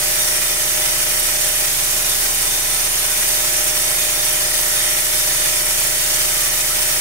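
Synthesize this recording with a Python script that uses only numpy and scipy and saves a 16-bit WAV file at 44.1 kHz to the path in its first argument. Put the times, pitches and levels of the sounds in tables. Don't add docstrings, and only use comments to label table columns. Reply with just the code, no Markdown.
import sys
import numpy as np
from scipy import signal
from scipy.fft import rfft, irfft
from scipy.io import wavfile

SR = 44100
rng = np.random.default_rng(int(sys.argv[2]) if len(sys.argv) > 2 else 0)


def inscribe(sig):
    pcm = np.round(np.clip(np.atleast_2d(sig).T, -1, 1) * 32767)
    wavfile.write(sys.argv[1], SR, pcm.astype(np.int16))


N = 308815
TIME = np.arange(N) / SR
HZ = np.fft.rfftfreq(N, 1 / SR)
CRANK_HZ = 27.806

# position_turns, level_db
VALVE_TICKS = [(.31, 0), (.58, 1.5), (.87, -2)]
# frequency_hz, left_minus_right_db
STEREO_TILT = [(60, 0.0), (120, -7), (240, 10), (480, 2.5), (950, -3), (1890, -2.5), (3770, -1), (7520, -1),
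               (15000, -3)]


def air_strokes(turns, load, intake_at_turns=0.33, depth=0.81, flutter_db=0.79):
    # frequency_hz, level_db
    intake = [(250, -80), (500, -68.5), (1100, -68.5), (1600, -61), (1950, -60), (2500, -61.5),
              (3300, -60.5), (4200, -63), (5800, -58), (7500, -58.5), (8600, -54.5), (9400, -57),
              (11000, -55), (12500, -56.5), (15700, -63)]
    # frequency_hz, level_db
    exhaust = [(250, -89), (500, -71.5), (1100, -62), (1600, -63.5), (1950, -61), (2500, -59.5),
               (3700, -63.5), (4300, -60.5), (6200, -57), (7500, -59.5), (8700, -57), (10800, -60),
               (12500, -61), (15700, -60)]
    swing = depth * np.cos(2 * np.pi * (turns - intake_at_turns))
    in_db = -1.5 + 0.22 * swell() + flutter_db * drift(18)
    out_db = -0.65 * load + 0.3 * swell() + flutter_db * drift(24)
    return jet(intake, in_db) * np.sqrt((1 + swing) / 2) + jet(exhaust, out_db) * np.sqrt((1 - swing) / 2)


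def jet(spectrum, flow_db):
    # centre_hz, width_hz, lift_db
    air_peaks = [(622, 23, 8), (1127, 42, -5.5), (1293, 52, 5), (1550, 79, -2.5), (1864, 190, 3),
                 (3070, 210, 3), (5850, 100, 3)]
    lift_db = sum(db / (1 + (2 * (HZ - hz) / width) ** 2) for hz, width, db in air_peaks)
    colour = amp(over_frequency(spectrum) + lift_db) * HZ ** 2 / (HZ ** 2 + 150 ** 2)
    diffuse = 0.16 + 0.67 / (1 + (HZ / 1100) ** 4)
    near = noise() * room(t60_s=0.33, wet=0.81)
    far = np.array([noise(), noise()]) * ear_gains()
    return irfft((np.sqrt(1 - diffuse) * near + np.sqrt(diffuse) * far) * colour, N) * amp(flow_db)


def eddies(air, patch_db=1.74, width_hz=180, rate_hz=4.6, above_hz=2000):
    hz, s, spectrogram = signal.stft(air, SR, nperseg=1024)
    across = np.fft.fftfreq(len(hz), hz[1])[:, None] * 2 * width_hz
    along = np.fft.fftfreq(len(s), s[1]) / rate_hz
    speckle = np.fft.fft2(rng.standard_normal(spectrogram.shape))
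    patches = unit_rms(np.fft.ifft2(speckle * np.exp(-across ** 2 - along ** 2)).real)
    depth_db = patch_db * (hz ** 2 / (hz ** 2 + above_hz ** 2))[:, None]
    return signal.istft(spectrogram * amp(depth_db * patches), SR, nperseg=1024)[1][:, :N]


def case_hum(turns, load, rocking_below=19, valves_above=45):
    # crank_multiple, left_db, right_db, load_db
    partials = [(1, -37.5, -37.5, 1.5), (2, -49, -49, 1), (5, -47.5, -47.5, 0), (5.5, -59.5, -59.5, 2),
                (6, -56.5, -57, 2), (7, -55.5, -55.5, -0.5), (9, -63.5, -64, 2), (9.5, -62, -60, -1),
                (10, -61, -61, -2), (11, -51, -49, 0.5), (12, -62, -54, -2), (12.5, -60, -59, -5),
                (13, -45, -46.5, -5.5), (14, -56, -54.5, 0), (15, -56, -53.5, 6.5), (16, -57.5, -49, 0),
                (17, -58, -50, -2.5), (18, -53, -54.5, 0.5), (19, -59, -54, -3), (20, -47, -49.5, -3.5),
                (21, -58, -51, 1), (22, -35.5, -40.3, -5.3), (23, -56, -56, 0), (24, -57, -57, 1),
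                (25, -55, -54, -3), (26, -54, -46.5, 0), (28, -50.5, -46, 2.5), (29, -51, -55, 2),
                (30, -55, -48.5, 0), (31, -54, -54, 1), (33, -55, -54, -1), (34, -54, -55, -3),
                (35, -55, -56, -2), (38, -56, -51.5, 8), (54, -57, -49, 2), (63, -46, -47, -7),
                (65, -54, -45, -7), (66, -51, -41.5, -7), (67, -45, -54, -7), (69, -43.5, -52, -7),
                (70, -50, -44, -7), (77, -50, -43.5, -5), (79, -48, -55, -3), (81, -48.5, -55, -3)]
    # position_turns, level_db
    piston_knocks = [(.19, -2), (.74, 0)]
    out = np.zeros((2, N))
    roughness = 0.16 * drift(24)
    for order, left_db, right_db, load_db in partials:
        blows = VALVE_TICKS if order > valves_above else piston_knocks
        drive = sum(amp(db) * np.exp(-2j * np.pi * order * position) for position, db in blows)
        waver = (0.06 + 0.27 * (order / 70) ** 2) * drift(4.1)
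        unsteady = 1 + waver + roughness * min(order / 20, 1)
        gain = amp([[left_db], [right_db]]) * amp(load_db * load) * unsteady
        ear_phase = 0.27 * (order / 20) ** 1.93 * np.array([[-.5], [.5]])
        phase = np.angle(drive) + 0.5 * (1 + (rocking_below / order) ** 4) * rng.standard_normal()
        out += gain * np.sqrt(2) * np.cos(2 * np.pi * order * turns + phase + ear_phase)
    return out


def valves(turns, scatter_db=1.5, jitter_s=.00005):
    # pitch_hz, width_hz, level_db
    head_modes = [(1310, 83, -7.5), (1525, 48, -11), (1850, 180, 1), (1970, 127, 4), (2260, 90, -10),
                  (2760, 110, -16), (3160, 130, -1), (4700, 240, -17)]
    # time_s, level_db
    rattle = [(0, -48), (.3, -33), (1.2, -37.5), (1.6, -44), (3.1, -38), (3.6, -38), (4.3, -35.5),
              (4.75, -33), (4.85, -28), (4.97, -34.5), (5.5, -35), (7, -35)]
    clicks, whole_turns = np.zeros(N), np.arange(int(turns[-1]))
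    for position, db in VALVE_TICKS:
        late, force = rng.standard_normal((2, len(whole_turns)))
        at_s = np.interp(whole_turns + position, turns, TIME) + jitter_s * late
        clicks[np.clip(np.round(at_s * SR).astype(int), 0, N - 1)] += amp(db + scatter_db * force)
    head = sum(amp(db) / (1 + 2j * (HZ - hz) / width) * (-1) ** k
               for k, (hz, width, db) in enumerate(head_modes))
    ring = irfft(rfft(clicks) * head * HZ / (HZ + 500) * room(t60_s=0.12, wet=0.27), N)
    return unit_rms(ring) * amp(over_time(rattle))


def whistles(turns, flicker_db=-0.3, bend_hz=38, surge_s=0.075):
    # pitch_hz, width_hz, level_db, peak_turns, length_turns, surge_db, left_minus_right_db
    voices = [(3620, 110, -38.5, 0.98, 0.85, 9.5, 1), (4450, 600, -46, 0.41, 0.2, 9, -1),
              (6430, 790, -37.5, 0.86, 0.17, 5, 0), (9310, 170, -33.5, 0.33, 0.34, 2, -14),
              (9540, 180, -36, 0.66, 0.3, 0.5, 10), (10030, 110, -37, 0.22, 0.49, 1, -12),
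              (10600, 300, -43.5, 0.19, 0.31, -2, -10)]
    # time_s, strength
    surges = [(.22, .6), (.5, 0.7), (.82, .8), (1.68, 0.2), (2.11, 1), (2.52, 0.7), (2.78, .65), (3.02, .6),
              (3.42, .65), (3.85, 0.6), (4.0, 1), (4.2, 0.7), (4.56, .8), (4.8, .6), (5.2, .5), (5.46, 1),
              (6.1, 0.3), (6.5, .5)]
    out = np.zeros((2, N))
    surge = sum(strength * np.exp(-((TIME - s) / surge_s) ** 2) for s, strength in surges)
    for hz, width, db, peak, length, surge_db, side_db in voices:
        tone = np.fft.ifft(noise() * room(t60_s=0.22, wet=0.4) / (1 + ((HZ - hz) / width * 2) ** 2), N)
        flow = swell()
        bent = (tone * np.exp(2j * np.pi * np.cumsum(bend_hz * flow) / SR)).real
        puffs = np.exp(-2 * (np.sin(np.pi * (turns - peak)) / (np.pi * length)) ** 2)
        panned = unit_rms(bent * puffs * amp([[side_db], [0]]))
        out += amp(db + flicker_db * flow + surge_db * surge) * panned
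    return out


def nozzle(load, centre_hz=13400, width_hz=2600, full_load_db=-35):
    band = np.exp(-((HZ - centre_hz) / width_hz * 2) ** 2)
    hiss = irfft(noise() * room(t60_s=0.2, wet=0.98) * band, N)
    return amp(full_load_db) * np.maximum(load, 0) * unit_rms(hiss)


def squeaks():
    # start_s, length_s, first_hz, last_hz, fuzz_hz, level_db
    brief_tones = [(2.69, .15, 1300, 1325, 45, -39), (3.02, .14, 1500, 1505, 12, -41),
                   (3.71, .2, 1006, 930, 40, -45), (4.187, 0.25, 832, 1033, 6.8, -47),
                   (6.264, .3, 1290, 1067, 29, -42), (6.53, .11, 1210, 1230, 25, -43),
                   (6.68, 0.076, 1293, 1320, 150, -34)]
    out = np.zeros(N)
    for start, length, first_hz, last_hz, fuzz_hz, db in brief_tones:
        along = np.clip((TIME - start) / length, 0, 1)
        hz = first_hz + (last_hz - first_hz) * along + fuzz_hz * drift(2 * fuzz_hz)
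        out += amp(db) * np.sin(np.pi * along) * np.sqrt(2) * np.cos(2 * np.pi * np.cumsum(hz) / SR)
    return out


def windings(waver=0.091):
    # pitch_hz, level_db
    tones = [(120.3, -48.5), (110.8, -59), (203.3, -58)]
    return sum(amp(db) * np.sqrt(2) * (1 + waver * drift(2))
               * np.sin(2 * np.pi * (hz * TIME + rng.random())) for hz, db in tones)


def rumble():
    # frequency_hz, density_db_per_hz
    murmur = [(8, -82), (25, -82), (42, -76), (58, -72), (78, -78), (125, -71.5), (170, -73.5), (230, -78),
              (400, -78.5), (1000, -110)]
    return irfft(noise() * amp(over_frequency(murmur)), N)


def room(t60_s, wet):
    taps = rng.standard_normal((2, N)) * amp(-60 * TIME / t60_s) * (TIME > .001)
    taps *= np.sqrt(wet / np.sum(taps ** 2, 1, keepdims=True))
    taps[0, 5] = taps[1, 0] = np.sqrt(1 - wet)
    return rfft(taps) * ear_gains()


def ear_gains():
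    tilt_db = over_frequency(STEREO_TILT)
    return amp([tilt_db / 2, -tilt_db / 2])


def swell():
    return drift(1.4, centre_hz=3.23)


def drift(spread_hz, centre_hz=0, size=16384):
    hz = np.fft.rfftfreq(size, TIME[-1] / size)
    band = np.exp(-((hz - centre_hz) / spread_hz) ** 2) * (hz > 0)
    slow = irfft(rfft(rng.standard_normal(size)) * band)
    return unit_rms(np.interp(TIME, np.linspace(0, TIME[-1], size), slow))


def noise():
    return rfft(rng.standard_normal(N)) * np.sqrt(SR / 2)


def over_frequency(points):
    hz, value = np.transpose(points)
    return np.interp(np.log(HZ + 1), np.log(hz + 1), value)


def over_time(points):
    return np.interp(TIME, *np.transpose(points))


def amp(db):
    return 10 ** (np.asarray(db) / 20)


def unit_rms(x):
    return x / np.sqrt(np.mean(x ** 2) + 1e-20)


def scene(wander_turns=0.0041):
    # time_s, load
    draw = [(0, 0.1), (.5, -.1), (1.15, 0), (1.8, 0.74), (2.4, 1), (3.05, 0.74), (3.5, 0.06), (4.1, 0),
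            (4.9, 0.04), (6, 0.12), (7, 0.18)]
    load = over_time(draw)
    turns = CRANK_HZ * TIME + wander_turns * drift(0.69)
    machine = rumble() + case_hum(turns, load) + windings() + valves(turns)
    air = eddies(air_strokes(turns, load)) + whistles(turns) + nozzle(load)
    return machine + air + squeaks()


def record(dry, cutoff_hz=15740):
    low_pass = signal.firwin(1023, cutoff_hz, window=("kaiser", 9), fs=SR)
    return signal.oaconvolve(dry, low_pass[None], "same")


dry = scene()
out = record(dry)
inscribe(out)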